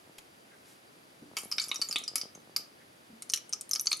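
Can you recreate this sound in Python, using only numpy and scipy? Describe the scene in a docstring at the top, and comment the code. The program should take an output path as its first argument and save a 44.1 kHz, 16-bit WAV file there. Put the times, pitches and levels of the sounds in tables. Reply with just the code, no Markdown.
"""Over a quiet kitchen hiss and light rustles, thick sauce sputters in two runs from a squeezed plastic
bottle into a small bowl, close to the camera. A dull bump precedes each run, and soft low ticks of the
camera's mechanism continue through the first. Air pockets burst at the nozzle: each rings at its own
pitch, spits a fine spray and knocks the hollow bottle. The counter and the room answer."""
import sys
import numpy as np
from scipy import signal
from scipy.fft import rfft, irfft, next_fast_len
from scipy.io import wavfile

SR = 44100
rng = np.random.default_rng(int(sys.argv[2]) if len(sys.argv) > 2 else 0)


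def transcribe(signal):
    """Save signal, clipped to [-1, 1], as a 16-bit WAV file at the path in sys.argv[1]."""
    frames = np.atleast_2d(signal).T
    limited = np.clip(frames, -1, 1)
    pcm = np.round(limited * 32767).astype(np.int16)
    wavfile.write(sys.argv[1], SR, pcm)


N = 176400


def amp(db):
    """Decibels to gain."""
    return 10 ** (np.asarray(db) / 20)


def along(points, hz):
    """Read (frequency, value) points on a log axis."""
    freqs, values = np.transpose(points)
    return np.interp(np.log(hz + 1), np.log(freqs + 1), values)


def filtered(x, response):
    """Apply a gain that depends on frequency."""
    n = x.shape[-1]
    padded = next_fast_len(n + 1024)
    return irfft(rfft(x, padded) * response(np.fft.rfftfreq(padded, 1 / SR)), padded)[..., :n]


def unit_rms(x):
    """Scale to rms 1."""
    return x / np.sqrt(np.mean(x ** 2) + 1e-20)


def impact(x):
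    """Scale a short sound to the energy of 5 ms at rms 1."""
    return x * np.sqrt(.005 * SR / (np.sum(x ** 2) + 1e-20))


def noise(response, size):
    """Coloured noise of rms 1."""
    return unit_rms(filtered(rng.standard_normal(size), response))


def band(hz, octaves):
    """A bell-shaped response on a log axis."""
    return lambda f: np.exp(-.5 * (np.log2((f + 1) / hz) / octaves) ** 2)


def envelope(t, decay_s=np.inf, rise_s=.00045):
    """A quick rise, with an exponential decay if one is given."""
    return (1 - np.exp(-t / rise_s)) * np.exp(-t / decay_s)


def add(out, start, x):
    """Mix x into out from start, in seconds."""
    i = max(round(start * SR), 0)
    out[..., i:i + x.shape[-1]] += x[..., :max(N - i, 0)]


# The kitchen's background at the microphone (frequency [Hz], relative density [dB])
ROOM_TONE_SPECTRUM = [(20, -28), (45, -25), (100, -6), (166, -5), (280, -2), (490, -4), (887, -5),
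                      (1100, -7.5), (2050, -10.5), (4740, -16.5), (8140, -22.5), (10400, -18.5),
                      (14800, -28)]
# How alike its two channels are (frequency [Hz], correlation [-1 to 1])
ROOM_TONE_LIKENESS = [(60, 0.51), (150, 0.95), (380, 0.36), (950, -0.69), (2380, -0.17), (5980, 0.46),
                      (15000, 0.66)]


def room_tone(level_db=-57.4):
    """Steady low hum and hiss all around the microphone."""
    def mid_side_gains(f):
        angle = np.arccos(np.clip(along(ROOM_TONE_LIKENESS, f), -1, 1)) / 2
        return amp(along(ROOM_TONE_SPECTRUM, f)) * [np.cos(angle), np.sin(angle)]
    mid, side = noise(mid_side_gains, (2, N))
    return amp(level_db) * unit_rms(np.array([mid + side, mid - side]))


def whine(level_db=-76):
    """A faint, narrow hiss in the centre."""
    return amp(level_db) * noise(band(hz=4730, octaves=.017), N)


# Tick pairs in the camera body (time [s], first level [dB], second level [dB])
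TICK_PAIRS = [(.0745, -53, -52), (1.3143, -52, -50), (1.4349, -48.5, -47.5), (1.5547, -56, -55),
              (1.6745, -52, -53), (1.773, -66, -48), (1.876, -66, -48), (1.9943, -54, -52),
              (2.1148, -53.5, -52.5), (2.234, -48, -49), (2.355, -51.5, -50), (2.4742, -54, -52),
              (2.575, -60, -54)]


def camera_ticks(gap_s=.021, top_hz=1190, end_hz=148, fall_s=.0011):
    """Soft, low paired ticks of the camera's mechanism, close and dry; each falls in pitch."""
    out, t = np.zeros(N), np.arange(SR // 5) / SR
    cycles = end_hz * t + (top_hz - end_hz) * fall_s * (1 - np.exp(-t / fall_s))
    tick = impact(np.sin(2 * np.pi * cycles) * envelope(t, decay_s=.0026, rise_s=.00054))
    for start, first_db, second_db in TICK_PAIRS:
        add(out, start, amp(first_db) * tick)
        add(out, start + gap_s, amp(second_db) * tick)
    return out


# Handling rustles (peak time [s], half length [s], centre [Hz], width [octaves], level [dB])
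RUSTLES = [(.186, .0033, 4000, 4.8, -40.5), (.534, .023, 1720, .3, -62), (.7, .055, 7000, 3.6, -60),
           (1.23, .012, 260, .6, -51), (2.814, .015, 1840, .2, -62)]


def rustles(top_hz=13200):
    """Light rubs swell and fade, reaching the microphone through the room."""
    out, t = np.zeros(N), np.arange(SR // 5) / SR
    for peak, half_s, hz, octaves, db in RUSTLES:
        swell = np.exp(-((t - t.mean()) / half_s) ** 2)
        add(out, peak - t.mean(), amp(db) * noise(band(hz, octaves), len(t)) * swell)
    return kitchen(filtered(out, lambda f: 1 / (1 + (f / top_hz) ** 12)))[:, :N]


# Echoes off the counter and bowl nearby (delay [s], level [dB])
NEAR_ECHOES = [(.0013, -27.5), (.0024, -19), (.0037, -8.5), (.0064, -18), (.0071, -13.5)]
# The kitchen's reverberation (frequency [Hz], t60 [s])
ROOM_DECAY = [(200, 0.66), (1200, 0.38), (5000, .26), (12000, 0.2)]


def kitchen(x, wet_db=0, tail_db=-9, scatter_db=-9, scatter_s=.008):
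    """Sound reaches the stereo microphone directly, as near echoes, as scatter and as a room tail."""
    hz, times, spectra = signal.stft(rng.standard_normal((2, SR // 3)), SR, nperseg=256)
    decay = amp(-60 * times / along(ROOM_DECAY, hz)[:, None])
    tail = signal.istft(spectra * decay, SR, nperseg=256)[1]
    t = np.arange(tail.shape[1]) / SR
    tail *= 1 - np.exp(-(t / .0047) ** 2)
    scatter = rng.standard_normal(len(t)) + 1.35 * rng.standard_normal(tail.shape)  # shared + per side
    scatter *= np.exp(-t / scatter_s) * (t > .001)
    paths = amp(tail_db + wet_db) * tail / np.linalg.norm(tail[0])
    paths += amp(scatter_db + wet_db) * scatter / np.linalg.norm(scatter[0])
    paths[:, 0] += 1  # direct sound
    for delay, db in NEAR_ECHOES:
        paths[:, round(delay * SR)] += amp(db)
    return signal.fftconvolve(x[None], paths, axes=1)


# The bottle flexing, two tones to a bump (time [s], pitch [Hz], level [dB], t60 [s])
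BOTTLE_FLEXES = [(1.2213, 235, -43, .075), (1.256, 290, -53, .33), (3.1, 235, -48, .2),
                 (3.1313, 229.5, -45.5, .22)]


def bottle_bumps():
    """The plastic flexes with a dull bump before each run, close and dry."""
    out, t = np.zeros(N), np.arange(SR // 5) / SR
    for start, hz, db, t60 in BOTTLE_FLEXES:
        add(out, start, amp(db - 60 * t / t60) * np.sin(2 * np.pi * hz * t) * envelope(t, rise_s=.0011))
    return out


def pocket_ring(t, hz, t60, drop_hz=290, settle_s=.00042):
    """An air pocket opens: a short tone starts sharp and settles to its pitch."""
    cycles = hz * t + drop_hz * settle_s * (1 - np.exp(-t / settle_s))
    return impact(np.sin(2 * np.pi * cycles) * amp(-60 * t / t60) * envelope(t))


def puff(t, colour, decay_s):
    """A short burst of coloured noise."""
    return impact(noise(colour, len(t)) * envelope(t, decay_s))


# The bottle wall's modes (frequency [Hz], relative level [dB], t60 [s])
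WALL_MODES = [(2234, -6, 0.046), (2550, -12, 0.0057), (3046, -3, 0.044)]
# The dull crack beside them (frequency [Hz], gain [dB])
CRACK_SPECTRUM = [(100, 11), (400, -41.5), (950, -10.5), (1600, -16), (2500, -4), (3800, -13), (6000, -18),
                  (12000, -32)]


def bottle_knock(t, crack_db=6.5):
    """A burst knocks the plastic wall, whose modes ring a little differently each time."""
    modes = np.zeros(len(t))
    for hz, db, t60 in WALL_MODES:
        decay = amp(db + rng.normal(0, 1.6) - 60 * t / t60)
        modes += decay * np.sin(2 * np.pi * hz * rng.normal(1, .02) * t)
    crack = puff(t, lambda f: amp(along(CRACK_SPECTRUM, f)), decay_s=.0022)
    return impact(impact(modes) + amp(crack_db) * crack)


# Air inside the bottle (frequency [Hz], level against the burst [dB], t60 [s])
AIR_MODES = [(1224, -16.5, 0.066), (1311.6, -21.5, .08)]


def bottle_air(t):
    """Every burst rings the air in the hollow bottle."""
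    return sum(amp(db) * pocket_ring(t, hz * rng.normal(1, .013), t60) for hz, db, t60 in AIR_MODES)


# The spray's colour at the nozzle (frequency [Hz], gain [dB])
SPRAY_SPECTRUM = [(2000, -41.5), (4000, -4), (7000, 1), (9000, 0), (11000, 1.5), (12500, -3.5), (14000, -7),
                  (16000, -24)]


def spray(t, top_hz, snap_db=3):
    """Droplets leave the nozzle: a snap, then a short grainy spray; finer droplets reach higher."""
    shape = envelope(t, decay_s=.004) + amp(snap_db) * envelope(t, decay_s=.0007)
    drops = rng.standard_normal(len(t)) * np.abs(rng.standard_normal(len(t)))
    colour = lambda f: amp(along(SPRAY_SPECTRUM, f)) / np.sqrt(1 + (f / top_hz) ** 10)
    return impact(filtered(drops * shape, colour))


# Scatter and tail weaken as the bottle nears the microphone (time [s], gain [dB])
APPROACH = [(2.6, 3.3), (3.3, -2)]
# Air pockets bursting at the nozzle
# (time [s], pitch [Hz], ring level [dB], ring t60 [s], knock level [dB], spray level [dB], spray top [Hz])
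BURSTS = [ (1.368, 4740, -37, .02, -33.5, -36, 13000), (1.372, 6960, -38, .018, -34, -41, 13000),
          (1.385, 5560, -47, .008, -40, -39, 15000), (1.4329, 9100, -49, .0055, -61, -51, 12000),
          (1.4482, 10900, -46.5, .006, -63, -53, 13000), (1.515, 5230, -37, .011, -46, -41, 14000),
          (1.5232, 4950, -27.5, .009, -41.5, -43, 14000), (1.5822, 5180, -27.5, .018, -31, -45, 5500),
          (1.5983, 4570, -29, .02, -46, -40, 15000), (1.6165, 6900, -39, .01, -42.5, -40, 8500),
          (1.6394, 4880, -39, .01, -63, -45, 13000), (1.6835, 9900, -42, .006, -56, -47, 12000),
          (1.6915, 5750, -43, .018, -55, -49, 12000), (1.7146, 3700, -29.5, .02, -32.5, -45, 4200),
          (1.7441, 6850, -38, .014, -47, -42, 10000), (1.7585, 5650, -35, .016, -50, -45, 14000),
          (1.8155, 4520, -30.5, .014, -40.5, -32, 9000), (1.82, 4590, -28.5, .021, -41, -42, 9000),
          (1.8875, 6800, -35.5, .013, -52, -43, 14000), (1.911, 5150, -32.5, .01, -46, -41, 11000),
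          (1.9265, 4634, -32.5, .02, -44, -40, 15000), (1.9586, 3570, -27.5, .02, -29, -35.5, 9000),
          (1.984, 7000, -44, .01, -49, -43, 13000), (2.0376, 5700, -40, .013, -61, -43, 8000),
          (2.0783, 4963, -32, .024, -48, -40, 8500), (2.1567, 4954, -31, .018, -31.5, -36, 11000),
          (2.1566, 10880, -32, .0055, -53, -29, 14000), (2.1808, 5570, -37, .016, -43, -41, 13000),
          (2.2138, 4900, -31, .0077, -45, -45, 10000), (2.3503, 6400, -49.5, .013, -57.5, -56, 12000),
          (2.563, 4820, -27.5, .0055, -39.5, -35.5, 12000), (2.5639, 11870, -39.5, .0053, -54, -38, 12000),
          (3.2221, 9000, -41, .004, -50.5, -40.5, 10500), (3.2935, 9200, -53, .004, -58, -51, 11000),
          (3.2992, 5650, -32.5, .0025, -51.5, -36, 10000), (3.3192, 8590, -45, .005, -58, -45, 13000),
          (3.3364, 5750, -26.5, .004, -45, -26, 11000), (3.3455, 5990, -48, .009, -46, -39, 11500),
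          (3.3599, 5730, -38, .008, -61, -39, 11000), (3.374, 5860, -39, .0032, -46, -42, 12000),
          (3.494, 8760, -45, .0036, -58, -55, 12000), (3.5271, 5800, -32, .0035, -45, -44, 9000),
          (3.5337, 5650, -28, .003, -47, -35.5, 8500), (3.6109, 8500, -35, .002, -56, -39, 10500),
          (3.6928, 9300, -45, .004, -58, -48, 12000), (3.7118, 6100, -28.5, .006, -49, -37, 16000),
          (3.7337, 5150, -26.5, .009, -48, -31, 11000), (3.7517, 6340, -37, .007, -45, -39, 14000),
          (3.7594, 5080, -24.5, .0048, -38, -42, 14000), (3.7959, 5950, -31, .0069, -48, -35.5, 11000),
          (3.8111, 11070, -31.5, .0025, -70, -55, 12000), (3.8575, 6300, -42, .006, -51, -39, 10000),
          (3.8698, 4560, -22.5, .011, -38, -47, 8000), (3.908, 8100, -46, .004, -58, -48, 12000),
          (3.9132, 8400, -39, .005, -54, -48, 12000), (3.9163, 4300, -22, .011, -37, -43, 14000),
          (3.9247, 10400, -38, .004, -60, -37, 16000), (3.9296, 4300, -22, .018, -37, -44, 9000),
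          (3.9696, 9780, -43.5, .0062, -62, -46, 12000), (3.995, 6500, -48, .004, -65, -48, 14000)]


def sputter(film_db=-5.5):
    """Each pocket tears its film of sauce, rings, knocks the hollow bottle and spits."""
    out, t = np.zeros((2, N)), np.arange(SR // 8) / SR
    for start, hz, ring_db, t60, knock_db, spray_db, top_hz in BURSTS:
        film = amp(film_db) * puff(t, band(hz, octaves=.19), decay_s=.0019)
        pocket = amp(ring_db) * (pocket_ring(t, hz, t60) + film)
        knock = amp(knock_db) * bottle_knock(t)
        hollow = amp((ring_db + knock_db) / 2) * bottle_air(t)
        droplets = amp(spray_db) * spray(t, top_hz)
        wet_db = np.interp(start, *np.transpose(APPROACH))
        add(out, start, kitchen(pocket + knock + hollow + droplets, wet_db))
    return out


# Side pockets at the nozzle (time [s], pitch [Hz], level [dB], t60 [s])
SIDE_POCKETS = [(1.5827, 3710, -31, .016), (1.583, 2292, -32, .036), (1.7146, 2230, -39, .025),
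                (1.959, 2500, -32, .013), (1.963, 3400, -36, .016), (1.9625, 3950, -35, .02),
                (1.3685, 2256, -38.5, .028), (3.3373, 1870, -44, .0084), (3.3358, 2970, -30, .0074),
                (3.338, 4030, -29, .0049), (3.7119, 11300, -36, .003), (3.863, 10200, -42, .005),
                (3.8702, 6100, -26, .003), (3.9165, 2340, -36, .0091), (3.9296, 6200, -29, .004)]


def gulps():
    """Side pockets open along with the wettest spurts and give them a second voice."""
    out, t = np.zeros((2, N)), np.arange(SR // 12) / SR
    for start, hz, db, t60 in SIDE_POCKETS:
        add(out, start, kitchen(amp(db) * pocket_ring(t, hz, t60)))
    return out


# Spells of fizzing at the nozzle (start [s], end [s], level [dB])
FIZZ_SPELLS = [(1.366, 1.42, -52), (1.418, 1.581, -58), (1.573, 1.671, -51), (1.66, 2.027, -57),
               (3.74, 3.99, -57)]


def fizz(per_s=150, centre_hz=9700, spread_db=5):
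    """Tiny bubbles crackle at random between the bursts."""
    out, t = np.zeros(N), np.arange(SR // 100) / SR
    for time, end, db in FIZZ_SPELLS:
        for wait, pitch, size in rng.uniform(-1, 1, (60, 3)):
            time += (1 + wait) / per_s
            if time < end:
                bubble = pocket_ring(t, centre_hz * 1.35 ** pitch, t60=.0018)
                add(out, time, amp(db + spread_db * size) * bubble)
    return kitchen(out)[:, :N]


# Hisses after the biggest spurts (time [s], centre [Hz], width [octaves], level [dB], decay [s])
AIR_LEAKS = [(1.375, 9000, 0.5, -42, 0.027), (1.612, 6900, .2, -37, .018),
             (1.963, 3630, 0.18, -37.5, 0.031), (2.162, 11300, 0.13, -45, .022),
             (2.572, 4840, 0.26, -47, 0.022)]


def air_leaks():
    """Air keeps leaking through the wet nozzle for a moment."""
    out, t = np.zeros((2, N)), np.arange(SR // 5) / SR
    for start, hz, octaves, db, decay_s in AIR_LEAKS:
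        hiss = noise(band(hz, octaves), len(t)) * envelope(t, decay_s, rise_s=.0022)
        add(out, start, kitchen(amp(db) * hiss))
    return out


# How the nozzle radiates towards the microphone (frequency [Hz], gain [dB])
NOZZLE_RESPONSE = [(70, -46), (300, -9), (650, -3.5), (1400, 2), (2200, 0), (4300, -1.2), (6200, .3),
                   (7800, -3.2), (9200, -.2), (10800, -.7), (12500, .3), (14500, -5)]
# Its stereo width (frequency [Hz], side gain [dB])
NOZZLE_WIDTH = [(500, -2), (1200, 0.5), (2400, -5), (4500, -4.5), (8000, 0.5)]
# Its place between the channels (frequency [Hz], left minus right [dB])
NOZZLE_BALANCE = [(1000, 1), (2500, -0.7), (5000, 0), (8000, 2.1), (13000, 1.8)]


def scene():
    """The nozzle just ahead of the stereo microphone, over ticks, rustles, bumps and room tone."""
    left, right = sputter() + gulps() + air_leaks() + fizz()
    mid = (left + right) / 2
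    side = filtered((left - right) / 2, lambda f: amp(along(NOZZLE_WIDTH, f)))
    lean = np.array([[.5], [-.5]])  # half the balance to each channel
    response = lambda f: amp(along(NOZZLE_RESPONSE, f) + lean * along(NOZZLE_BALANCE, f))
    nozzle = filtered(np.array([mid + side, mid - side]), response)
    return nozzle + camera_ticks() + rustles() + bottle_bumps() + room_tone() + whine()


def record(dry):
    """The microphone dulls the top octave and keeps nothing above its band limit."""
    limit_hz = 15900
    treble = [(12000, 0), (15000, -5)]  # (frequency [Hz], gain [dB])
    return filtered(dry, lambda f: amp(along(treble, f)) / np.sqrt(1 + (f / limit_hz) ** 200))


dry = scene()
out = record(dry)
transcribe(out)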